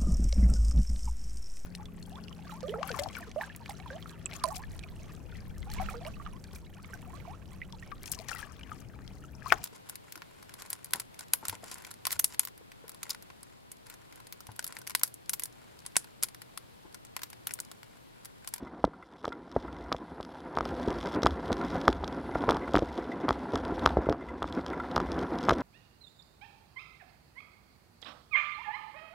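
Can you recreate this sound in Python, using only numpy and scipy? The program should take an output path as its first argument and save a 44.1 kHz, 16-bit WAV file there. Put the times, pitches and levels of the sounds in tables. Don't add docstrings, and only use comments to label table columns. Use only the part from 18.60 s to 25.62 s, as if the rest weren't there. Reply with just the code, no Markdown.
import sys
import numpy as np
from scipy import signal
from scipy.fft import rfft, irfft
from scipy.io import wavfile
from scipy.ndimage import uniform_filter1d

SR = 44100
rng = np.random.default_rng(int(sys.argv[2]) if len(sys.argv) > 2 else 0)


def volts(x):
    e = np.asarray(x, float) / 20
    return 10 ** e


def generate_wav(signal):
    frames = np.transpose(np.atleast_2d(signal))
    scaled = np.clip(frames, -1, 1) * 32767
    pcm = np.round(scaled).astype(np.int16)
    wavfile.write(sys.argv[1], SR, pcm)


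N = 309582
T = np.arange(N) / SR

# t/s, road level/dB, water level/dB, wind level/dB
RIDE = [(0.0, -45.5, -57, -61), (0.49, -50.5, -60.5, -64.5), (0.94, -47, -55, -60),
        (1.15, -41.5, -53, -50.5), (1.64, -47, -55.5, -60), (2.23, -35.5, -46.5, -47),
        (2.54, -35, -45.5, -47.5), (2.87, -36.5, -48, -44), (3.11, -33, -45.5, -48.5),
        (3.44, -38, -50, -44), (3.99, -33, -45, -47.5), (4.18, -39.5, -47, -47),
        (4.53, -37.5, -48.5, -53.5), (5.36, -33, -45, -40), (5.59, -42.5, -56.5, -54),
        (5.92, -39.5, -50.5, -47), (6.26, -36, -48.5, -49.5), (7.02, -32.5, -46, -45.5)]
# t/s, peak level/dB, f/Hz
KNOCKS = [(0.026, -30, 288), (0.2423, -5.5, 644), (0.2776, -29.5, 425), (0.6431, -28, 604),
          (0.6453, -21.5, 980), (0.655, -21, 960), (0.6788, -21, 537), (0.9639, -11.5, 525),
          (1.3175, -26, 890), (1.3192, -16.5, 870), (1.3255, -18.5, 1180), (1.347, -21, 620),
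          (1.6028, -23.5, 650), (1.9731, -12.5, 860), (1.9863, -15, 900), (2.0081, -14.5, 880),
          (2.0591, -23.5, 590), (2.277, -17.5, 390), (2.631, -18, 460), (2.6477, -15, 337),
          (2.6634, -4.5, 845), (2.6694, -15.5, 1070), (2.906, -17, 620), (2.9166, -19.5, 270),
          (3.1559, -18, 570), (3.2773, -17.5, 500), (3.2806, -1.5, 980), (3.288, -15.5, 500),
          (3.292, -17, 298), (3.4381, -18.5, 700), (3.7561, -15, 620), (3.839, -17, 725),
          (3.8822, -17, 452), (3.8912, -6.5, 930), (3.9036, -13.5, 620), (3.9208, -15.5, 910),
          (3.962, -24, 905), (3.97, -21, 880), (4.0793, -23.5, 860), (4.1442, -8.5, 590),
          (4.1547, -8, 1190), (4.1644, -12.5, 318), (4.1728, -13, 1140), (4.188, -17, 500),
          (4.2226, -16, 450), (4.2315, -24, 482), (4.6839, -13.5, 860), (4.692, -11.5, 960),
          (4.7076, -10, 830), (4.9356, -19.5, 500), (4.942, -24, 500), (4.946, -17.5, 343),
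          (4.9588, -18.5, 930), (4.9717, -24, 447), (5.122, -22, 347), (5.2614, -3.5, 1060),
          (5.274, -13.5, 880), (5.371, -9.5, 536), (5.3871, -19, 357), (5.469, -19.5, 410),
          (5.4895, -10.5, 540), (5.495, -25, 397), (5.5035, -16.5, 372), (5.513, -20.5, 403),
          (5.547, -28, 694), (5.5267, -17.5, 870), (5.822, -18, 860), (5.8295, -22.5, 1000),
          (5.843, -19, 820), (6.3652, -10.5, 855), (6.3788, -13, 860), (6.402, -18.5, 890),
          (6.8865, -7.5, 846), (6.8956, -6.5, 1100), (6.9081, -8, 940), (6.9145, -17, 990),
          (6.923, -14.5, 447)]
# t/s, peak level in the middle treble/dB
TAPS = [(0.25, -32), (0.691, -41.5), (0.916, -40), (0.925, -46.5), (1.027, -44.5), (1.128, -41),
        (1.167, -45.5), (1.953, -39), (2.151, -42), (2.230, -38), (2.969, -35), (3.014, -35.5),
        (3.157, -34), (3.2537, -35), (3.289, -29), (3.527, -38), (3.870, -42), (5.8777, -37), (6.591, -32),
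        (6.628, -36), (0.6534, -29.5), (0.68, -37), (0.7272, -37.5), (1.3264, -20.5), (1.3652, -36),
        (1.609, -38), (1.629, -35.5), (1.6504, -37.5), (1.805, -41), (1.9682, -32.5), (1.9867, -28.5),
        (2.009, -32), (2.0537, -28.5), (2.2843, -32), (2.3048, -32), (2.341, -47), (2.405, -39),
        (2.411, -33), (2.429, -31.5), (2.4582, -33), (2.4715, -30.5), (2.488, -36), (2.53, -45),
        (2.541, -34), (2.548, -32), (2.6215, -29), (2.633, -17), (2.6593, -22), (2.6687, -17),
        (2.7084, -31.5), (2.92, -28.5), (2.881, -37.5), (2.9286, -22), (3.105, -35), (3.2143, -32),
        (3.2807, -14), (3.303, -36), (3.328, -26), (3.4436, -25.5), (3.4783, -25), (3.8908, -25),
        (3.898, -25), (3.9085, -19.5), (3.9284, -35), (3.946, -34), (3.969, -28), (4.136, -27.5),
        (4.145, -32), (4.154, -27.5), (4.1635, -20.5), (4.183, -30), (4.192, -26.5), (4.378, -32),
        (4.69, -19.5), (4.707, -27.5), (4.729, -32), (4.937, -38), (4.9565, -23), (4.977, -36),
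        (5.0512, -32), (5.1946, -30), (5.258, -23.5), (5.2607, -14), (5.2753, -29), (5.292, -32.5),
        (5.4962, -29), (5.5256, -32.5), (5.828, -26), (5.888, -41), (5.9262, -31.5), (6.064, -28),
        (6.082, -38), (6.102, -36), (6.314, -35), (6.362, -20), (6.379, -28), (6.402, -28.5), (6.519, -30),
        (6.787, -31), (6.83, -33), (6.8939, -13.5), (6.9065, -28), (6.91, -21), (6.9332, -30)]
# t/s, relative level/dB, upper modes re lower/dB
PINGS = [(0.071, -18, -8), (0.334, -22.5, -12), (0.4252, -22, -1), (0.7212, -13, -8), (0.990, -24, -12),
         (1.080, -16, -10), (1.261, -19, -23), (2.46, -16, 0), (2.8446, -19, 0), (3.012, -10, -10),
         (3.7503, -7, -2), (4.0758, -8.5, -9), (4.427, -20, -3), (4.5175, -26, 12.5), (5.4584, -14, -3),
         (5.61, -21, 0), (5.6868, -18, 1), (6.113, -26, 4), (6.131, -9, -5), (6.199, -7, -6),
         (6.2362, -15.5, -6), (6.268, -26, -5)]
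# f/Hz, width/Hz, relative level/dB
FRAME_MODES = [(183.6, 32, -3), (262, 53, 3.5), (328, 138, 2), (500, 36, -4), (676, 56, -4.5),
               (960, 55, -5.5), (1343, 100, -14.5)]
# f/Hz, width/Hz, relative level/dB
HOUSING_MODES = [(1258, 183, 6), (3410, 348, 2), (3976, 310, -1.5), (5267, 1002, -2), (5490, 1080, -12.5),
                 (8700, 1800, -33.5), (14200, 6400, -32.5)]
# f/Hz, t60/s, relative level/dB
METAL_MODES = [(950, .04, -3), (1380, .035, 0), (2035, .032, -5), (3550, .025, -23)]
# f/Hz, relative density/dB
WIND_SPECTRUM = [(30, -23), (57, 16), (90, 10), (115, -22), (190, 2), (400, -79)]
# f/Hz, relative density/dB
WATER_SPECTRUM = [(1000, 2), (1500, -8.5), (2100, -9), (2800, -9), (3500, -7), (4500, -9.5), (5300, -18),
                  (6800, -24.5), (9000, -23.5), (15000, -35)]
# f/Hz, relative density/dB
CHANNEL_SPECTRUM = [(2500, -12), (5000, -14), (10000, -11), (13000, -37)]
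# t/s, higher level/dB, higher f/Hz, lower level/dB
TRILL = [(0.8, -101, 11150, -98), (1.7, -83, 11250, -87), (1.95, -86, 11250, -84), (2.4, -79, 11050, -79),
         (2.9, -86, 11000, -83), (3.4, -86, 11200, -88), (3.75, -74, 11000, -75), (4.2, -88, 11100, -97),
         (5.2, -82, 10750, -82), (5.6, -98, 11500, -99), (6.7, -77, 11250, -91), (7.02, -85, 11200, -95)]


def unit(x):
    return x / np.sqrt(np.mean(x ** 2))


def courses(table):
    t_s, *columns = np.transpose(table)
    return [np.interp(T, t_s, column) for column in columns]


def band(x, f_hz, width_hz):
    return signal.lfilter(*signal.iirpeak(f_hz, f_hz / width_hz, fs=SR), x)


def ring(x, modes):
    total = 0
    for k, (f_hz, width_hz, level_db) in enumerate(modes):
        total = total + (-1) ** k * volts(level_db) * band(x, f_hz, width_hz)
    return total


def colour(spectrum):
    f_hz, density_db = np.transpose(spectrum)
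    bins_hz = np.fft.rfftfreq(N, 1 / SR) + 1
    gain = volts(np.interp(np.log(bins_hz), np.log(f_hz), density_db))
    return unit(irfft(rfft(rng.standard_normal(N)) * gain, N))


def walk(rate_hz):
    hold = int(SR / rate_hz)
    steps = np.repeat(rng.standard_normal(N // hold + 1), hold)
    slewed = uniform_filter1d(uniform_filter1d(steps, hold), hold)
    return unit(slewed[:N])


def grains(rate_hz, spread_db):
    hits = rng.random(N) < rate_hz / SR
    sign = rng.choice([-1, 1], N)
    size = np.minimum(rng.exponential(size=N), 4)
    return hits * sign * volts(spread_db * size)


def add(out, t_s, shape):
    i = max(int(t_s * SR) - np.argmin(shape), 0)
    out[i:i + len(shape)] += shape[:N - i]


def smear(x, fade_s, length):
    envelope = signal.fftconvolve(x, np.exp(-T[:length] / fade_s))[:N]
    return envelope * rng.standard_normal(N)


def mount(x):
    return signal.sosfilt(signal.butter(3, 1550, fs=SR, output="sos"), x)


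def channel_hiss(level_db):
    return volts(level_db) * colour(CHANNEL_SPECTRUM)


def insect(rate_hz, f_hz, level_db):
    stroke = np.minimum(T * rate_hz % 1 / 0.75, 1)
    pitch_hz = f_hz * (1 + 0.007 * walk(400) - 0.05 * (1 - stroke) ** 2)
    tone = np.sin(2 * np.pi * np.cumsum(pitch_hz) / SR)
    rough = tone * (1 + walk(900))
    return unit(rough * np.sin(np.pi * stroke)) * volts(level_db)


def insects():
    rate_hz, low_hz = 71.5, 10400
    high_db, high_hz, low_db = courses(TRILL)
    return insect(rate_hz, high_hz, high_db) + insect(0.88 * rate_hz, low_hz, low_db)


def water(hiss_db):
    flicker_db = 2.2 * walk(25)
    return colour(WATER_SPECTRUM) * volts(hiss_db - 10.5 + flicker_db)


def wind(wind_db):
    gusts_db = 3.0 * walk(14)
    return colour(WIND_SPECTRUM) * volts(wind_db + gusts_db)


def chatter(touch, fade_s):
    return volts(16) * touch + smear(touch, fade_s, 1500)


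def pings(faint_db):
    low = grains(41, 1.0) * volts(faint_db - 7)
    high = grains(45, 0.85) * volts(faint_db - 4)
    for t_s, level_db, upper_db in PINGS:
        i = int(t_s * SR)
        low[i], high[i] = volts(level_db), volts(level_db + upper_db)
    modes = [(f_hz, np.log(1000) / np.pi / t60_s, level_db) for f_hz, t60_s, level_db in METAL_MODES]
    return ring(chatter(low, 0.0052), modes[:2]) + ring(chatter(high, 0.0079), modes[2:])


def rattle(faint_db):
    out, t = np.zeros(N), T[:220]
    scrape = (1 - np.exp(-t / 0.0001)) * np.exp(-t / 0.0018)
    tap = 4 * np.exp(-((t - 0.0004) / 0.00003) ** 2)
    for t_s, peak_db in TAPS:
        noise = rng.standard_normal(len(t))
        sound = ring(scrape * noise - tap, HOUSING_MODES)
        add(out, t_s, volts(peak_db) * sound / np.abs(band(sound, 2700, 8600)).max())
    touches = grains(220, 2.6) * volts(3 * walk(12))
    faint = signal.fftconvolve(touches, scrape)[:N] * rng.standard_normal(N)
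    return out + unit(ring(faint, HOUSING_MODES)) * volts(faint_db)


def pebbles(level_db):
    taps = grains(90, 3.2) * volts(2.5 * walk(6))
    first = band(taps, 890, 220)
    second = volts(2.0) * band(np.roll(taps, 40), 920, 200)
    return unit(mount(first - second)) * volts(level_db)


def road(level_db):
    push = unit(grains(450, 1.3)) + 0.98 * rng.standard_normal(N)
    hum = sum(ring(push * volts(2.8 * walk(40)), [mode]) for mode in FRAME_MODES)
    sway_db = 2.2 * walk(35)
    return unit(mount(hum) * volts(sway_db)) * volts(level_db)


def knocks(road_db):
    out, t = np.zeros(N), T[:800]
    for t_s, peak_db, f_hz in KNOCKS:
        cycle = t * f_hz
        fade_cycles = 0.23 * (950 / f_hz) ** 0.55
        blow = -np.sin(2 * np.pi * cycle) * cycle ** 1.4 * np.exp(-cycle / fade_cycles)
        add(out, t_s, volts(peak_db) * blow / np.abs(blow).max())
    housing = volts(-6.0) * ring(out, HOUSING_MODES[:1])
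    shudder = smear(np.abs(out), 0.003, 2600)
    frame = volts(-26) * mount(ring(shudder, FRAME_MODES))
    rocking = band(np.abs(out), 51, 39.0) * volts(0.36 * (road_db - road_db.max()))
    return out + housing + frame + volts(2.5) * rocking


def scene():
    road_db, hiss_db, wind_db = courses(RIDE)
    blows = knocks(road_db)
    mid = insects() + water(hiss_db) + wind(wind_db)
    mid += pings(road_db + 12.0) + rattle(hiss_db - 11)
    mid += pebbles(road_db - 12.0) + road(road_db) + blows
    side = volts(-39.0) * band(np.roll(mid, 60), 260, 670)
    side += volts(-14.5) * band(np.roll(mid, 9), 13100, 6000)
    side += volts(-45.5) * np.roll(blows, 30) + volts(-38) * band(blows, 410, 500)
    return np.array([mid + side + channel_hiss(-83.5), mid - side + channel_hiss(-82.5)])


def band_limit(x):
    return signal.sosfilt(signal.butter(12, 15970, fs=SR, output="sos"), x)


def record(dry):
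    bass_cut = signal.butter(2, 45, "high", fs=SR, output="sos")
    top_cut = signal.ellip(6, 0.5, 50, 15300, fs=SR, output="sos")
    clipped = np.clip(signal.sosfilt(bass_cut, dry), -1, 1)
    heard = signal.sosfilt(top_cut, clipped)
    return band_limit(heard)


dry = scene()
out = record(dry)
generate_wav(out)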